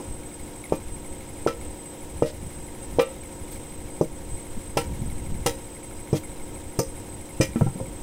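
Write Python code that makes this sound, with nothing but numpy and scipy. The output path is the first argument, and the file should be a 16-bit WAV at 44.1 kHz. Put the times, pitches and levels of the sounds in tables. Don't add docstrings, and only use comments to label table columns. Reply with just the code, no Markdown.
import sys
import numpy as np
from scipy import signal
from scipy.fft import rfft, irfft, next_fast_len
from scipy.io import wavfile
from scipy.ndimage import uniform_filter1d, minimum_filter1d

SR = 44100
rng = np.random.default_rng(int(sys.argv[2]) if len(sys.argv) > 2 else 0)


def voltage_ratio(decibels):
    exponent = np.asarray(decibels, float) / 20
    return 10 ** exponent


def persist_wave(psi):
    counts = np.round(np.clip(psi, -1, 1) * 32767).astype(np.int16)
    wavfile.write(sys.argv[1], SR, np.atleast_2d(counts).T)


N = 353814
TURNS_PER_S = 12.331
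RING_SIZE = 9000


def evened(x):
    return x / np.sqrt(np.mean(x ** 2) + 1e-20)


def read(points, hz):
    f, value = np.transpose(points)
    return np.interp(np.log(hz + 1), np.log(f + 1), value)


def add(mix, s, sound):
    part = mix[round(s * SR):][:len(sound)]
    part += sound[:len(part)]


def bumps(rows, t):
    return sum(high * np.exp(-(2 * (t - middle) / length) ** 2) for middle, length, high in rows)


def shaped(gain_at):
    size = next_fast_len(N, real=True)
    hz = np.fft.rfftfreq(size, 1 / SR)
    a, b = rng.standard_normal((2, len(hz)))
    return evened(irfft((a + 1j * b) * gain_at(hz), size)[:N])


def coloured(spectrum):
    return shaped(lambda hz: voltage_ratio(read(spectrum, hz)))


def fuzzy(centre_hz, width):
    return shaped(lambda hz: 1 / (1 + (2 * (hz - centre_hz) / width) ** 2))


def wander(top_hz):
    return fuzzy(0, 2 * top_hz)


def ring(hz, db, t60, start=0, size=RING_SIZE):
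    t = np.arange(size)[:, None] / SR
    fade = voltage_ratio(-60 * t / t60) + voltage_ratio(-26.5 - 22 * t / t60)
    return voltage_ratio(db) * fade * np.sin(2 * np.pi * (hz * t + start)) * (1 - t / t[-1])


# frequency in Hz, level in dB per Hz.
YARD = [(59, -5), (100, 1), (166, -4.5), (295, -7.5), (424, -7), (535, -1), (634, -15), (930, -8.5),
        (1200, -16), (2130, -15.5), (4570, -20.5), (7290, -21), (8280, -12.5), (9210, -23), (16000, -25)]
# frequency in Hz, width in Hz, change in dB.
ECHOES = [(4600, 670, -6), (12200, 500, -2), (3150, 160, 3), (12700, 120, 5), (1620, 100, 2)]


def yard():
    level_db = -46 + 0.88 * wander(25)
    return voltage_ratio(level_db) * shaped(lambda hz: voltage_ratio(read(YARD, hz) + bumps(ECHOES, hz)))


# time in seconds, level in dB.
BREEZE = [(0, -47), (.2, -42.5), (1.3, -41.5), (1.9, -46), (2.2, -35.5), (2.7, -39.5), (3.6, -42.5),
          (4.1, -39), (4.6, -39.5), (5.0, -31), (5.4, -33.5), (5.7, -43.5), (6.3, -39), (6.8, -46),
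          (7.2, -39), (8.02, -40)]
# middle in seconds, length in seconds, level in dB.
GUSTS = [(0.107, .08, -36.5), (0.445, .12, -38), (0.926, 0.044, -38), (1.67, 0.11, -37.5),
         (2.059, 0.039, -34), (2.163, 0.054, -34), (2.444, 0.081, -33.5), (2.572, 0.027, -35.5),
         (2.79, 0.058, -41), (2.937, .09, -33.5), (3.416, 0.054, -34.5), (3.856, 0.042, -36),
         (4.333, 0.078, -32.5), (4.58, 0.02, -28.5), (4.893, 0.06, -32.5), (5.04, 0.056, -29),
         (5.324, 0.043, -31), (5.39, 0.058, -30.5), (6.518, 0.17, -38.5), (6.69, 0.045, -39),
         (6.894, 0.042, -32), (7.09, 0.03, -43), (7.524, 0.054, -37), (7.674, .05, -31),
         (7.908, 0.044, -33.5), (5.6, 0.058, -42), (3.54, 0.076, -41)]
# frequency in Hz, level in dB per Hz.
BUFFET = [(12, 8), (30, -0.5), (60, 1.5), (100, -1.5), (170, -17.5), (300, -17.5), (600, -93)]
# frequency in Hz, level in dB per Hz.
ROAR = [(60, -34), (120, 5), (200, 3), (330, -11.5), (600, -43)]


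def wind():
    t = np.arange(N) / SR
    breeze_db = np.interp(t, *np.transpose(BREEZE))
    breeze_power = voltage_ratio(2 * breeze_db + 3.1 * wander(4.3))
    gust_power = bumps([(s, length, voltage_ratio(2 * db)) for s, length, db in GUSTS], t)
    wind_db = 10 * np.log10(breeze_power + gust_power)
    roar_db = -49.0 + 1.86 * (wind_db + 34.5) + 5.16 * wander(40)
    rumble = voltage_ratio(wind_db + 2.3 * wander(13)) * coloured(BUFFET)
    return rumble + voltage_ratio(roar_db) * coloured(ROAR)


# frequency in Hz, width in Hz, level in dB.
LEAK = [(8900, 22, -66.5), (8580, 40, -61.5), (8080, 2000, -57), (4900, 40, -71), (8087, 45, -51.5)]


def leak():
    turns = np.cumsum(8128 + 11 * wander(2) + 11 * wander(25)) / SR
    level_db = -53 + 3 * wander(12) + 3.5 * wander(20)
    whistle = np.sqrt(2) * voltage_ratio(level_db) * np.sin(2 * np.pi * turns)
    return whistle + sum(voltage_ratio(db) * fuzzy(hz, width) for hz, width, db in LEAK)


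# frequency in Hz, level in dB.
COMB = [(140, -69), (300, -64), (550, -70.5), (950, -69.5), (1300, -94.5)]
# frequency in Hz, level in dB.
STRONG_TONES = [(148, -59), (172.3, -58), (209.9, -55), (296.1, -48.5), (370, -55), (468.3, -56.5),
                (530.4, -58), (357.6, -58), (554.9, -59.5), (703, -68), (826, -95), (936, -59.5),
                (234.3, -55.5), (394.6, -58.5), (764.5, -71), (222, -61), (1300, -69), (320.6, -60),
                (481, -61), (542.6, -61), (617, -64), (690.5, -62), (814, -63), (974, -69), (863, -72),
                (666, -72), (888, -65), (604, -74)]


def shaft(turns):
    order = np.arange(11, 110)
    db = read(COMB, order * TURNS_PER_S) + 4.27 * rng.standard_normal(len(order))
    for hz, line_db in STRONG_TONES:
        db[np.argmin(abs(order * TURNS_PER_S - hz))] = line_db
    one_turn = np.arange(2048)[:, None] / 2048
    waves = np.cos(2 * np.pi * (order * one_turn + rng.random(len(order))))
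    pattern = (np.sqrt(2) * voltage_ratio(db) * waves).sum(axis=1)
    slip = .0007 * wander(2)
    return np.interp(turns + slip, one_turn[:, 0], pattern, period=1) * voltage_ratio(0.91 * wander(6.5))


VALVE_S = .0715
# middle in seconds, length in seconds, extra dB.
HARD_SEATS = [(.65, 0.12, 6.5), (1.63, 0.059, 4), (3.24, 0.057, 4.5), (5.15, 0.073, 9), (5.36, 0.13, 3),
              (5.6, 0.1, 4), (6.25, 0.32, 5.5), (6.75, 0.14, 2.5)]
# seconds after opening, length in seconds, height.
BOUNCES = [(.002, .007, 2.5), (.011, .005, 1.05), (.0195, .007, 1.75), (.030, .008, .5), (.041, .007, .65)]
# frequency in Hz, width in Hz, level in dB, dying time in seconds.
PUFFS = [(10050, 300, -56, 0.022), (9650, 400, -58, .016), (13800, 250, -64, .025),
         (13300, 1500, -62, .008), (7100, 300, -62, 0.006)]
# seconds after opening, length in seconds, level in dB, frequency in Hz.
CLACKS = [
    (.0015, .005, -58, 3950),
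    (0.059, 0.004, -59, 3900),
    (.059, .004, -60, 2700),
    (.002, .005, -58, 1380),
]


def valve(turns):
    since = turns % 1 / TURNS_PER_S
    seat_db = bumps(HARD_SEATS, VALVE_S + (np.arange(-1, 199) + .2) / TURNS_PER_S)
    turn_db = seat_db + 1.6 * rng.standard_normal(200)
    strength = voltage_ratio(turn_db[np.floor(turns).astype(int) + 1])
    rise = 1 - np.exp(-since / .0006)
    pitch = 2090 + (2290 - 2090) * np.exp(-since / .009) + 25 * wander(80)
    tone = np.sin(2 * np.pi * np.cumsum(pitch) / SR) + .3 * fuzzy(2150, 360)
    reed = voltage_ratio(-55.5 + 1.1 * wander(60)) * tone * bumps(BOUNCES, since)
    puffs = 0
    for hz, width, db, dying in PUFFS:
        puffs = puffs + voltage_ratio(db) * fuzzy(hz, width) * np.exp(-(since / dying) ** 1.6 / 2)
    clacks = 0
    for s, length, db, hz in CLACKS:
        clacks = clacks + bumps([(s, length, voltage_ratio(db))], since) * fuzzy(hz, 0.17 * hz)
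    return strength * (rise * (reed + puffs) + clacks)


# start in seconds, length in seconds, level in dB, middle frequency in Hz.
BRUSHES = [(2.233, 0.1, -42, 4000), (3.507, 0.086, -49, 12000), (7.552, 0.1, -50, 11000),
           (0.727, .06, -47, 12000), (6.135, 0.065, -38.5, 4900), (6.137, 0.1, -50, 13000),
           (2.992, .05, -37, 15000), (4.008, .07, -47, 14000), (3.5, .05, -43, 14000)]


def brushes(out):
    for s, length, db, hz in BRUSHES:
        window = np.hanning(round(length * SR))
        add(out, s, voltage_ratio(db) * fuzzy(hz, 2.1 * hz)[:len(window)] * window)


# frequency in Hz, level in dB, time to fade by 60 dB in seconds.
WHEEL = [(245, -7, 0.1), (297, -4, .16), (331, -3, 0.16), (433, -7, 0.15), (469, 0.5, 0.17),
         (481, -10, 0.2), (531, -1, 0.24), (614, -4, 0.17), (700, -2.5, 0.035)]


def thud(push_db, push_hz, boom_db, boom_hz, free, hum, chance):
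    t = np.arange(RING_SIZE) / SR
    turn = t * push_hz
    swing = np.cos(2 * np.pi * (turn - .97)) + .15 * np.cos(4 * np.pi * (turn - .9))
    push = (turn / .9) ** 3 * np.exp(3 - 3 * turn / .9) * swing
    boom_t60 = free * 0.12 * (boom_hz / 129) ** -0.63
    boom = -ring(boom_hz * np.array([1, 1.35]), np.array([0, -6.]), boom_t60).sum(axis=1)
    hz, db, t60 = np.transpose(WHEEL)
    hum_db, pair_db, upper_db, decay = hum
    tilt_db = (-4 + 0.3 * (hum_db + 15.5)) * np.log2(hz / 330)
    colour_db = hum_db + tilt_db + bumps([(472, 60, pair_db), (531, 30, upper_db)], hz)
    wheel = ring(hz, db + colour_db, t60 * decay, start=chance).sum(axis=1)
    build = 1 - np.exp(-(t / .005) ** 2)
    return voltage_ratio(push_db) * push + voltage_ratio(boom_db) * boom + wheel * build


# start in seconds, push level in dB, push frequency in Hz,
# boom level in dB, boom frequency in Hz.
THUDS = [(.7220, -7.5, 442, -21.5, 168), (1.4633, -6.5, 447, -23.5, 147), (2.222, -4.5, 465, -18, 139),
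         (2.9855, -4.5, 450, -22, 159), (4.0107, -5.5, 432, -15, 162), (4.7693, -11, 450, -22.5, 139),
         (5.4592, -15, 400, -22, 139), (6.129, -15, 413, -12.5, 144.6), (6.7885, -16, 400, -17, 131),
         (7.4008, -14, 340, -12.5, 128), (7.559, -23, 273, -15, 231), (7.6100, -16, 700, -18, 146),
         (7.6175, -12, 173, -14.5, 113.5), (7.6640, -24, 307, -17, 132), (7.756, -39, 223, -27.5, 190),
         (7.8, -25, 520, -44, 112), (.0000, -34, 400, -48, 150), (7.8110, -40, 204, -26, 110)]
# level in dB, lift of the main pair of notes in dB,
# lift of the note above in dB, stretch of the fading time.
HUMS = [(-21, -5.5, 0.1, 1.08), (-23, 4, 3, 1.8), (-19, 4, 0.1, 1.13), (-20, 3, 3, 1), (-14.5, -3, -5, 0.8),
        (-24.5, 9, 5, 1), (-27, 12, 0.1, 1.1), (-16.5, -3, -10, 0.9), (-24, 7.5, 8, 1.15),
        (-15, -12, 1, 0.9), (-36, 9, 0.1, .5), (-26, 13, -4, 0.5), (-30, -10, .1, .8), (-31, 3, 0.1, 0.5),
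        (-32, 0, 0.1, 0.3), (-31, 3, 11, 0.62), (-33, -13, 0.1, 1.2), (-33, 2, 0.1, 0.57)]


def thuds(out):
    drop_s, free_ring = 7.5, 1.56
    for row, hum, chance in zip(THUDS, HUMS, rng.random((20, len(WHEEL)))):
        free = free_ring if row[0] > drop_s else 1
        add(out, row[0], thud(*row[1:], free, hum, chance))


def slopes(hz, top_hz, rise_db, fall_db):
    octaves = np.log2((hz + 1) / top_hz)
    return np.where(octaves < 0, rise_db, -fall_db) * octaves


def contact(hz, knock_db, knock_hz, fall_db, tick_db):
    knock = voltage_ratio(knock_db + slopes(hz, knock_hz, 6, fall_db))
    sheen_db = bumps([(14400, 2600, 11.5)], hz)
    tick = voltage_ratio(tick_db + slopes(hz, 5800, 34.5, 19.5) + sheen_db)
    return np.hypot(knock, tick)


# frequency in Hz, level in dB, time to fade by 60 dB in seconds.
RIM = [(789, -5.5, 0.13), (890, -14, 0.2), (998, -5, 0.09), (1190, -11, 0.08), (1318, -7, 0.13),
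       (1750, -16, 0.12), (1911, -16, 0.3), (2030, -16, 0.11), (2390, -8, 0.15), (2500, -13, .15),
       (2686, -11, 0.2), (2812, -7, 0.14), (3236, -8, 0.14), (3666, -11, 0.15), (3908, -9, 0.14),
       (4545, -8, 0.09), (5510, -8, 0.09), (6052, -8, .14), (7192, -9, 0.15)]


def clank(blow, plate_db, chance):
    t = np.arange(len(chance)) / SR
    hz, db, t60 = np.transpose(RIM)
    modes = contact(hz, *blow) * ring(hz, db + 2.0 * chance[:len(hz)], t60, start=chance[-len(hz):])
    clear = (modes * (1 - np.exp(-t[:, None] * hz / 0.51))).sum(axis=1)
    bins = np.fft.rfftfreq(len(t), 1 / SR)
    gain = contact(bins, *blow) * voltage_ratio(plate_db) / (1 + (1400 / (bins + 1)) ** 4)
    wash = irfft(rfft(chance) * gain, len(t))
    chatter_db = 3.5 * evened(uniform_filter1d(chance[::-1], size=70)) - 1.5
    dense = voltage_ratio(4.5 + chatter_db - 60 * t / 0.2)
    crack_db = 13.5 + 0.56 * (blow[-1] - blow[0])
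    shape = dense + voltage_ratio(crack_db) * np.exp(-t / 0.001)
    return clear + wash * shape * (1 - np.exp(-t / 0.00038))


# frequency in Hz, width in Hz, lift in dB.
PLATE = [(3260, 250, 3.5), (3900.0, 76, 20), (4570, 93, 0), (5090, 110, 22), (6050, 120, 10),
         (8860, 280, 23), (9630, 110.0, 22), (9960, 210.0, 14), (10200, 85, 13), (10600, 120, 5),
         (13400, 130, -2), (13800, 220.0, 14.0), (14770.0, 60.0, 12.0), (15500, 230.0, 12.0)]
# start in seconds, knock level in dB, knock frequency in Hz,
# fall above it in dB per octave, bright tick level in dB.
CLANKS = [(.7250, -27.5, 900, 11.5, -44), (1.4730, -22.5, 1320, 9, -34.5), (2.225, -31, 1350, 11, -42),
          (2.992, -16.5, 1210, 10.5, -35), (4.0120, -33, 900, 13, -40), (4.7717, -20, 900, 5, -30.5),
          (5.4621, -22, 900, 3.5, -25.5), (6.1300, -32, 900, 10, -41), (6.7907, -28, 900, 8.5, -22.5),
          (7.4091, -24, 1300, 11, -31), (7.5600, -32, 1330, 17, -66), (7.6100, -30, 1130, 17, -60),
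          (7.6660, -28, 900, 18, -58), (7.8000, -38, 900, 25, -63), (.0000, -34, 900, 27, -51),
          (2.9930, -24.5, 2880, 32, -55), (7.4120, -27.5, 2480, 12.5, -25)]


def clanks(out):
    plate_db = 3 * evened(uniform_filter1d(rng.standard_normal(RING_SIZE // 2 + 1), size=11))
    plate_db = plate_db + 0.54 * bumps(PLATE, np.fft.rfftfreq(RING_SIZE, 1 / SR))
    for row, chance in zip(CLANKS, rng.standard_normal((20, RING_SIZE))):
        add(out, row[0], clank(row[1:], plate_db, chance))


# start
# in seconds, frequency in Hz, level in dB, time to fade by 60 dB in seconds.
FAVOURED = [(.7290, 2440, -43.5, 0.23), (1.4740, 1318, -18.5, 0.135), (1.4720, 1012, -33, 0.18),
            (2.2260, 600, -22, 0.25), (2.993, 2940, -42, 0.2), (2.9920, 2390, -40, 0.3),
            (2.9920, 4090, -38, 0.15), (2.9920, 3236, -31, 0.12), (2.993, 1184, -21, 0.15),
            (2.9920, 535, -27, 0.55), (4.0130, 1100, -33.5, 0.056), (4.7720, 940, -39, 0.6),
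            (4.7720, 2680, -32, 0.09), (5.4620, 3897, -34, 0.2), (5.4620, 930, -41, 1),
            (5.4620, 8478, -34, 0.12), (5.4620, 2048, -36, .13), (5.4610, 788, -24, 0.07),
            (6.1300, 937, -46, 0.23), (6.7910, 13680, -34, .12), (6.792, 1700, -33, 0.025),
            (6.790, 907, -24, 0.1), (7.4090, 2392, -29.5, 0.2), (7.41, 1911, -29, 0.19),
            (7.5600, 2403, -44, .2), (6.132, 308, -18, 0.18), (7.5580, 200, -23, .082),
            (7.6220, 1370, -41, 0.2), (5.462, 8877, -33, 0.12), (7.4100, 7808, -33, 0.14),
            (5.462, 7843, -36, .12), (5.462, 7576, -37, .12), (7.41, 8473, -34, .12),
            (7.41, 6449, -37, .12), (4.772, 794, -25, .11), (4.7725, 995, -22, .09),
            (4.772, 1345, -26, .13), (4.772, 7975, -40, .12), (2.992, 2807, -35, .25),
            (2.992, 1060, -29, .1), (7.561, 1316, -36, .06), (7.561, 1940, -44, .12),
            (7.612, 920, -29, .05), (7.668, 800, -32, .05), (7.668, 1370, -42, .1), (1.474, 3235, -46, .2),
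            (1.474, 4048, -46, .2), (6.791, 2690, -42, .15), (6.791, 1190, -31, .12),
            (2.991, 470, -8.5, .13), (2.992, 526, -16, .28), (3.0, 610, -33, .25), (4.012, 785, -29, .06),
         (4.013, 690, -36, .12), (4.78, 522, -32, .4), (5.472, 538, -26, .25), (5.47, 300, -34, .2),
         (6.13, 785, -27, .06), (6.795, 433, -28, .15), (7.402, 436, -18, .06), (7.558, 428, -27, .1),
         (7.611, 650, -25, .045), (7.801, 895, -37, .08), (7.41, 885, -36, .12), (7.81, 245, -33, .15),
         (2.222, 1240, -29, .06), (2.23, 1911, -43, .25), (2.232, 2400, -44, .15), (2.232, 2812, -42, .05),
         (.724, 1170, -33, .12), (.726, 900, -33, .15), (1.474, 1195, -32, .1), (4.011, 1190, -34, .05),
         (6.13, 95, -21, .2), (6.13, 1150, -36, .05), (6.791, 998, -30, .08), (2.992, 1911, -38, .3),
         (2.992, 2686, -36, .3), (2.994, 3666, -42, .35), (2.992, 1315, -28, .22), (5.462, 2825, -30, .06),
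         (5.462, 1911, -42, .4), (6.135, 2390, -46, .12), (6.14, 3236, -46, .15), (1.474, 1892, -42, .25),
         (1.474, 5536, -44, .15), (1.474, 4543, -45, .15)]


def single_notes(out):
    t = np.arange(14000) / SR
    for s, hz, db, t60 in FAVOURED:
        pair = ring(hz + np.array([0, 24.2]), db + np.array([0, -11]), t60, size=len(t))
        add(out, s, pair.sum(axis=1) * (1 - np.exp(-t * hz / 1.7)))


# middle in seconds, peak in dB, contact in seconds.
REBOUNDS = [(.7241, -13, .0011), (1.4654, -15, .0011), (4.7748, -8, .0009), (5.4656, -10, .0011),
            (6.7938, -8, .0011), (7.4052, -13, .002)]


def rebounds(out):
    for s, db, touch in REBOUNDS:
        u = np.arange(-3 * touch, 3 * touch, 1 / SR) / touch
        add(out, s - 3 * touch, voltage_ratio(db) * (np.exp(-8 * u ** 2) - .3 * np.exp(-.72 * u ** 2)))


def hammer():
    out = np.zeros(N)
    brushes(out)
    thuds(out)
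    clanks(out)
    single_notes(out)
    rebounds(out)
    return out


def scene():
    turns = (np.arange(N) / SR - VALVE_S) * TURNS_PER_S
    compressor = leak() + shaft(turns) + valve(turns)
    return (yard() + wind() + compressor + hammer())[None]


def low_pass(x):
    return signal.sosfilt(signal.butter(12, 16790, fs=SR, output="sos"), x)


def record(dry):
    ceiling_db, hold_s, release_s, edge_hz = -6.2, .098, .012, 15830
    gain = np.minimum(voltage_ratio(ceiling_db) / (abs(dry[0]) + 1e-9), 1)
    hold, ahead = round(hold_s * SR), 130
    padded = np.r_[np.ones(hold), gain, np.ones(hold)]
    held = minimum_filter1d(padded, hold)[hold // 2 + ahead:][:N]
    keep = np.exp(-1 / (release_s * SR))
    eased = 1 - signal.lfilter([1 - keep], [1, -keep], 1 - held)
    limited = dry * uniform_filter1d(np.minimum(held, eased), size=ahead)
    edge = signal.firwin(401, edge_hz, window=("kaiser", 6), fs=SR)
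    return low_pass(signal.oaconvolve(limited, edge[None], "same"))


dry = scene()
out = record(dry)
persist_wave(out)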